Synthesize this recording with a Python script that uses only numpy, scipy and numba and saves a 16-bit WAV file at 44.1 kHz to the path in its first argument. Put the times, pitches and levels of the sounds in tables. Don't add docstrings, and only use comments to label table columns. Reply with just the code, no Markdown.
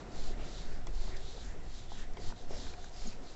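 import sys
import numpy as np
from scipy import signal
from scipy.fft import rfft, irfft
from scipy.io import wavfile
from scipy.ndimage import uniform_filter1d
from numba import njit

SR = 44100
rng = np.random.default_rng(int(sys.argv[2]) if len(sys.argv) > 2 else 0)


def how_loud(loudness_db):
    steps = np.asarray(loudness_db, float) / 20
    return 10 ** steps


def master(y):
    cut = np.clip(np.atleast_2d(y).T, -1, 1)
    pcm = np.round(cut * 32767)
    wavfile.write(sys.argv[1], SR, pcm.astype(np.int16))


N = 147735
T = np.arange(N) / SR

# (time [s], level [dB])
BUSTLE = [(0, 3), (.15, 3), (.3, 2.5), (.5, 2), (.7, 0), (.84, -1.5), (1.1, 2), (1.3, -1.5), (1.5, -1),
          (1.75, -4), (2, -1.5), (2.3, -2), (2.55, -1), (2.75, -0.5), (2.95, 0), (3.15, -0.5), (3.35, -0.5)]


def unit(x):
    return x / np.sqrt(np.mean(x ** 2))


@njit
def resonator(x, hz, width):
    y, band_state, low_state = np.empty(len(x)), 0., 0.
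    for i in range(len(x)):
        g = np.tan(np.pi * hz[i] / SR)
        damping = width / hz[i]
        v = (band_state + g * (x[i] - low_state)) / (1 + g * (g + damping))
        band_state = 2 * v - band_state
        low_state += 2 * g * v
        y[i] = damping * v
    return y


def band(x, hz, width):
    return resonator(x, np.clip(hz, 3, 9000) + np.zeros(len(x)), float(width))


def double_band(x, hz, width):
    return band(band(x, hz, width), hz, width)


def walk(rate):
    hold = int(SR / rate)
    levels = np.repeat(rng.standard_normal(N // hold + 1), hold)
    return 1.3 * uniform_filter1d(uniform_filter1d(levels, hold), hold)[:N]


def colour(x, points):
    hz, db = np.array(points, float).T
    f = np.maximum(np.arange(N // 2 + 1) * SR / N, 1)
    gain = how_loud(np.interp(np.log(f), np.log(hz), db))
    return irfft(rfft(x) * gain * np.minimum(f / hz[0], 1) ** 2, N)


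def arch(at, rise, fall):
    phase = np.where(T < at, (T - at) / rise, (T - at) / fall)
    return np.cos(np.pi / 2 * np.clip(phase, -1, 1))


def fade(t, t60):
    return np.exp(-np.log(1000) * t / t60)


def room_bed():
    # (frequency [Hz], density [dB per Hz])
    spectrum = [(45, -5), (122, -11), (300, -15), (750, -21), (1100, -27), (2000, -29), (2700, -34.5),
                (7500, -39)]
    wash = colour(rng.standard_normal(N), spectrum)
    bustle = np.interp(T, *np.array(BUSTLE).T)
    shared = walk(7.69)
    bed = 0
    for hz in 30 * 2 ** np.arange(0, 8.2, .5):
        level = bustle * min(900 / hz, hz / 250, 1)
        level = level + min(700 / hz, 1) * 2.3 * shared
        level = level + min(1500 / hz, 1) * 1.3 * walk(7.1)
        bed = bed + how_loud(level) * band(wash, hz, hz / 3)
    return how_loud(-51.5) * unit(bed)


def hums():
    # (frequency [Hz], width [Hz], level [dB])
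    tones = [(34.14, 6.5, -47.5), (65.3, 5.3, -61), (387, 34, -65), (570.5, 90, -70.5), (720, 36, -63.5)]
    # (time [s], level [dB])
    buffet = [(0.0, -49), (0.19, -44), (0.35, -53), (0.37, -46), (1.34, -48.5), (1.39, -45), (2.06, -46.5),
              (2.26, -38), (2.32, -53), (2.58, -42.5), (2.93, -52.5), (3.02, -43.5), (3.32, -58),
              (3.35, -47)]
    bustle = np.interp(T, *np.array(BUSTLE).T)
    thuds = np.interp(T, *np.array(buffet).T) + 47
    out = 0
    for hz, width, db in tones:
        level = db + bustle * min(hz / 250, 1) + 1.7 * walk(3.83)
        if hz < 100:
            level = level + thuds
        out = out + how_loud(level) * unit(band(rng.standard_normal(N), hz, width))
    return out


def draught():
    # (time [s], level [dB])
    gusts = [(0.0, -47.5), (0.34, -21), (0.56, -48), (0.67, -31.5), (0.88, -38.5), (1.03, -25), (1.23, -35),
             (1.96, -36.5), (2.12, -25), (2.2, -44.5), (2.29, -27), (2.39, -52.5), (2.45, -29.5),
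             (2.69, -33.5), (2.72, -40), (3.09, -31.5), (3.14, -41), (3.35, -41.5)]
    centre_hz = 8.84
    air = double_band(rng.standard_normal(N), centre_hz, 8.1)
    air = band(air, centre_hz, 25.0)
    return how_loud(np.interp(T, *np.array(gusts).T)) * np.tanh(0.59 * unit(air)) / 0.5


def felt():
    # (time of top speed [s], speeding up [s], slowing [s], level [dB], hiss resonance [Hz])
    strokes = [(0.0, .1, 0.038, -61.5, 4190), (0.241, .14, 0.11, -52.5, 4140),
               (0.439, 0.035, 0.088, -62.5, 4170), (.58, 0.21, 0.12, -54.5, 4040),
               (.73, .1, 0.091, -62.5, 4500), (.91, .04, .06, -67, 4300), (1.038, 0.12, 0.12, -54.5, 4170),
               (1.319, 0.24, 0.22, -57, 3680), (1.5, .08, .06, -66, 4530), (1.66, 0.046, .06, -67.5, 4000),
               (1.789, 0.12, 0.09, -56, 3760), (1.972, 0.096, 0.094, -54.5, 3440),
               (2.279, 0.11, 0.054, -53, 4240), (2.4, 0.052, 0.07, -60, 3900), (2.54, .07, 0.12, -57, 5180),
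               (2.638, 0.16, .12, -52.5, 3910), (2.84, 0.11, .08, -59.5, 4180),
               (3.05, 0.15, 0.12, -52.5, 4610), (3.3, 0.096, .1, -59.5, 4130)]
    # (frequency [Hz], density [dB per Hz])
    fibre_spectrum = [(900, -4), (1800, -5.5), (2600, -5.5), (3600, -1), (5500, -2), (7300, -2.5),
                      (8000, -9)]
    grains_per_s, resting_db, speed_power = 16000, -79.5, 0.86
    sag_per_s, resonance_width_hz, resonance_db = .5, 1900, -11

    speed, loud, hz = np.zeros(N), np.full(N, how_loud(resting_db)), np.full(N, 4200.)
    for at, rise, fall, db, stroke_hz in strokes:
        stroke = arch(at, rise, fall)
        hz = np.where(stroke > speed, stroke_hz * (1 - sag_per_s * (T - at)), hz)
        speed = np.maximum(speed, stroke)
        loud = np.hypot(loud, how_loud(db) * stroke ** speed_power)

    chance = grains_per_s / SR * (.3 + 0.77 * speed)
    slips = (rng.random(N) < chance) * rng.standard_normal(N)
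    grains = slips * how_loud(1.2 * rng.exponential(size=N)) / np.sqrt(chance)
    hz = uniform_filter1d(hz, size=800) * (1 + .05 * walk(24.6))
    ring = double_band(grains, hz, resonance_width_hz)
    hiss = unit(colour(grains, fibre_spectrum)) + how_loud(resonance_db) * unit(ring)
    return loud * how_loud(.7 * walk(30)) * hiss


def scuffs():
    # (time [s], half length [s], level [dB], frequency [Hz], width [Hz])
    drags = [(0.309, 0.066, -59, 732, 50.4), (0.313, .03, -56, 374, 70), (0.338, 0.019, -58, 1840, 595),
             (0.426, 0.084, -60, 2410, 1380), (0.584, 0.1, -59.5, 4000, 1320),
             (0.717, 0.19, -64, 1670, 800), (0.878, .014, -57.5, 2150, 500), (0.887, 0.027, -49, 117, 60),
             (0.892, 0.028, -52.5, 392, 90), (1.173, 0.012, -58, 4570, 503), (1.284, 0.1, -59, 3840, 900),
             (1.39, 0.089, -62, 3830, 890), (1.362, 0.034, -54, 460, 100), (1.46, 0.11, -64.5, 6680, 1820),
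             (1.562, 0.039, -54.5, 390, 160), (1.92, 0.07, -61.5, 3480, 800),
             (2.177, .012, -55.5, 2100, 400), (2.191, 0.026, -48.5, 381, 129),
             (2.419, .05, -58.5, 400, 245), (2.535, 0.073, -64, 1890, 800), (2.546, 0.075, -52, 543, 445),
             (2.584, 0.26, -57, 265, 69.6), (2.566, .04, -62.5, 5400, 350), (3.22, 0.14, -59, 268, 80),
             (1.999, .1, -60, 210, 90), (1.128, 0.067, -58, 380, 150), (2.916, 0.028, -59, 774, 200),
             (3.076, 0.011, -48, 6670, 605), (3.074, 0.028, -44, 205, 111), (3.13, .04, -65, 2460, 407),
             (3.288, .05, -63.5, 4020, 1200), (2.38, 0.05, -64.5, 3880, 1200),
             (.01, 0.022, -58.5, 1090, 497)]
    # (time [s], half length [s], level [dB], frequency [Hz], width [Hz])
    snaps = [
        (.53, .005, -59, 5000, 5000),
        (.872, .005, -49, 5800, 6000),
        (.952, .004, -59, 5000, 4000),
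        (1.171, .009, -52, 4600, 5000),
        (2.137, .004, -57, 5500, 6000),
        (2.172, .005, -57, 4200, 4000),
        (2.517, .005, -57, 5500, 4000),
        (2.74, .007, -57, 4500, 3500),
        (2.846, .004, -54, 5800, 4000),
        (2.896, .003, -57, 6000, 5000),
    ]
    # (time [s], half length [s], level [dB], from [Hz], to [Hz])
    squeaks = [
        (1.148, 0.056, -56, 2180, 1740),
        (1.493, 0.11, -61.5, 1450, 2000),
        (2.012, 0.097, -59, 1360, 2050),
    ]
    squeak_width_hz, snap_s = 540, .015

    glides = []
    for at, half, db, start_hz, end_hz in squeaks:
        progress = np.clip((T - at + half) / (2 * half), 0, 1)
        glides.append((at, half, db, start_hz + (end_hz - start_hz) * progress, squeak_width_hz))
    out = 0
    for at, half, db, hz, width in drags + snaps + glides:
        if half < snap_s:
            shape = arch(at - half / 2, .25 * half, 1.7 * half) ** 2
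        else:
            shape = arch(at, half, half) ** 2
        rub = shape * double_band(rng.standard_normal(N), hz, width)
        out = out + how_loud(db) * rub * np.sqrt(np.sum(shape ** 2) / np.sum(rub ** 2))
    return out


def knocks():
    # (time [s], panel knock [dB], knock centre [Hz], plastic tick [dB], tick frequency [Hz])
    taps = [(.16, -43, 800, -60, 1200), (.31, -40, 400, -60, 1000), (.398, -39, 620, -58, 1500),
            (.87, -37, 850, -45, 3400), (1.078, -43, 800, -62, 1200), (1.151, -60, 900, -47, 1650),
            (1.379, -40, 650, -58, 1100), (1.539, -48, 800, -62, 1200), (1.919, -37, 660, -58, 1900),
            (.605, -44, 320, -62, 1000), (2.171, -39, 830, -47, 3200), (2.303, -44, 900, -60, 1400),
            (2.323, -38, 880, -46, 1450), (2.438, -46, 600, -60, 1200), (2.508, -33, 450, -58, 2000),
            (2.667, -43, 1300, -50, 2300), (2.738, -47, 1550, -45, 2400), (2.843, -48, 1500, -47, 1600),
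            (1.664, -46, 300, -62, 1900), (3.238, -46, 400, -58, 1500)]
    # (frequency [Hz], level [dB], decay time t60 [s])
    modes = [(250, -2, .03), (385, 0, .028), (480, -1, .022), (560, -1, .02), (720, 0, .022), (830, 0, .02),
             (950, -2, .016), (1200, -3, .015), (1500, -1, .016)]
    knock_octaves, contact_s = .6, .0012
    tick_t60_s, crack_s, crack_db = .018, .002, -11

    t = np.arange(9000) / SR
    out = np.zeros(N + len(t))
    for at, knock_db, knock_hz, tick_db, tick_hz in taps:
        knock = 0
        for hz, db, t60 in modes:
            distance = np.log2(hz / knock_hz) / knock_octaves
            level = db + 2 * rng.standard_normal() - 4.8 * distance ** 2
            mode_hz = hz * (1 + .03 * rng.standard_normal())
            knock = knock + how_loud(level) * fade(t, t60) * np.sin(2 * np.pi * mode_hz * t)
        knock = knock * np.minimum(t / contact_s, 1)
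        crack = rng.standard_normal(len(t)) * np.exp(-(t / crack_s) ** 2)
        tick = fade(t, tick_t60_s) * np.sin(2 * np.pi * tick_hz * t) * np.minimum(2 * t / contact_s, 1)
        tick = tick + how_loud(crack_db) * crack
        i = int(at * SR)
        out[i:i + len(t)] += how_loud(knock_db) * knock / np.abs(knock).max() + how_loud(tick_db) * tick
    return out[:N]


def wall_echo(board):
    t = T[:SR // 2]
    tail = rng.standard_normal(len(t)) * fade(t, .22) * (t > .004)
    return how_loud(-12) * signal.fftconvolve(board, tail / np.sqrt(np.sum(tail ** 2)))[:N]


def scene():
    room = room_bed() + hums() + draught()
    board = felt() + scuffs() + knocks()
    return (board + wall_echo(board) + room)[None]


def band_limit(x):
    return signal.sosfilt(signal.butter(12, 15450, fs=SR, output="sos"), x)


def record(dry):
    # (frequency [Hz], gain [dB])
    response = [(1, -1), (7400, 0.5), (7700, -1), (8000, -13), (8300, -18), (8600, -41.5), (9000, -74)]
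    drift = np.linspace(dry[0, 0], dry[0, -1], N)
    heard = (colour(dry[0] - drift, response) + drift)[None]
    mix = heard + how_loud(-96.5) * rng.standard_normal(dry.shape)
    return band_limit(mix)


dry = scene()
out = record(dry)
master(out)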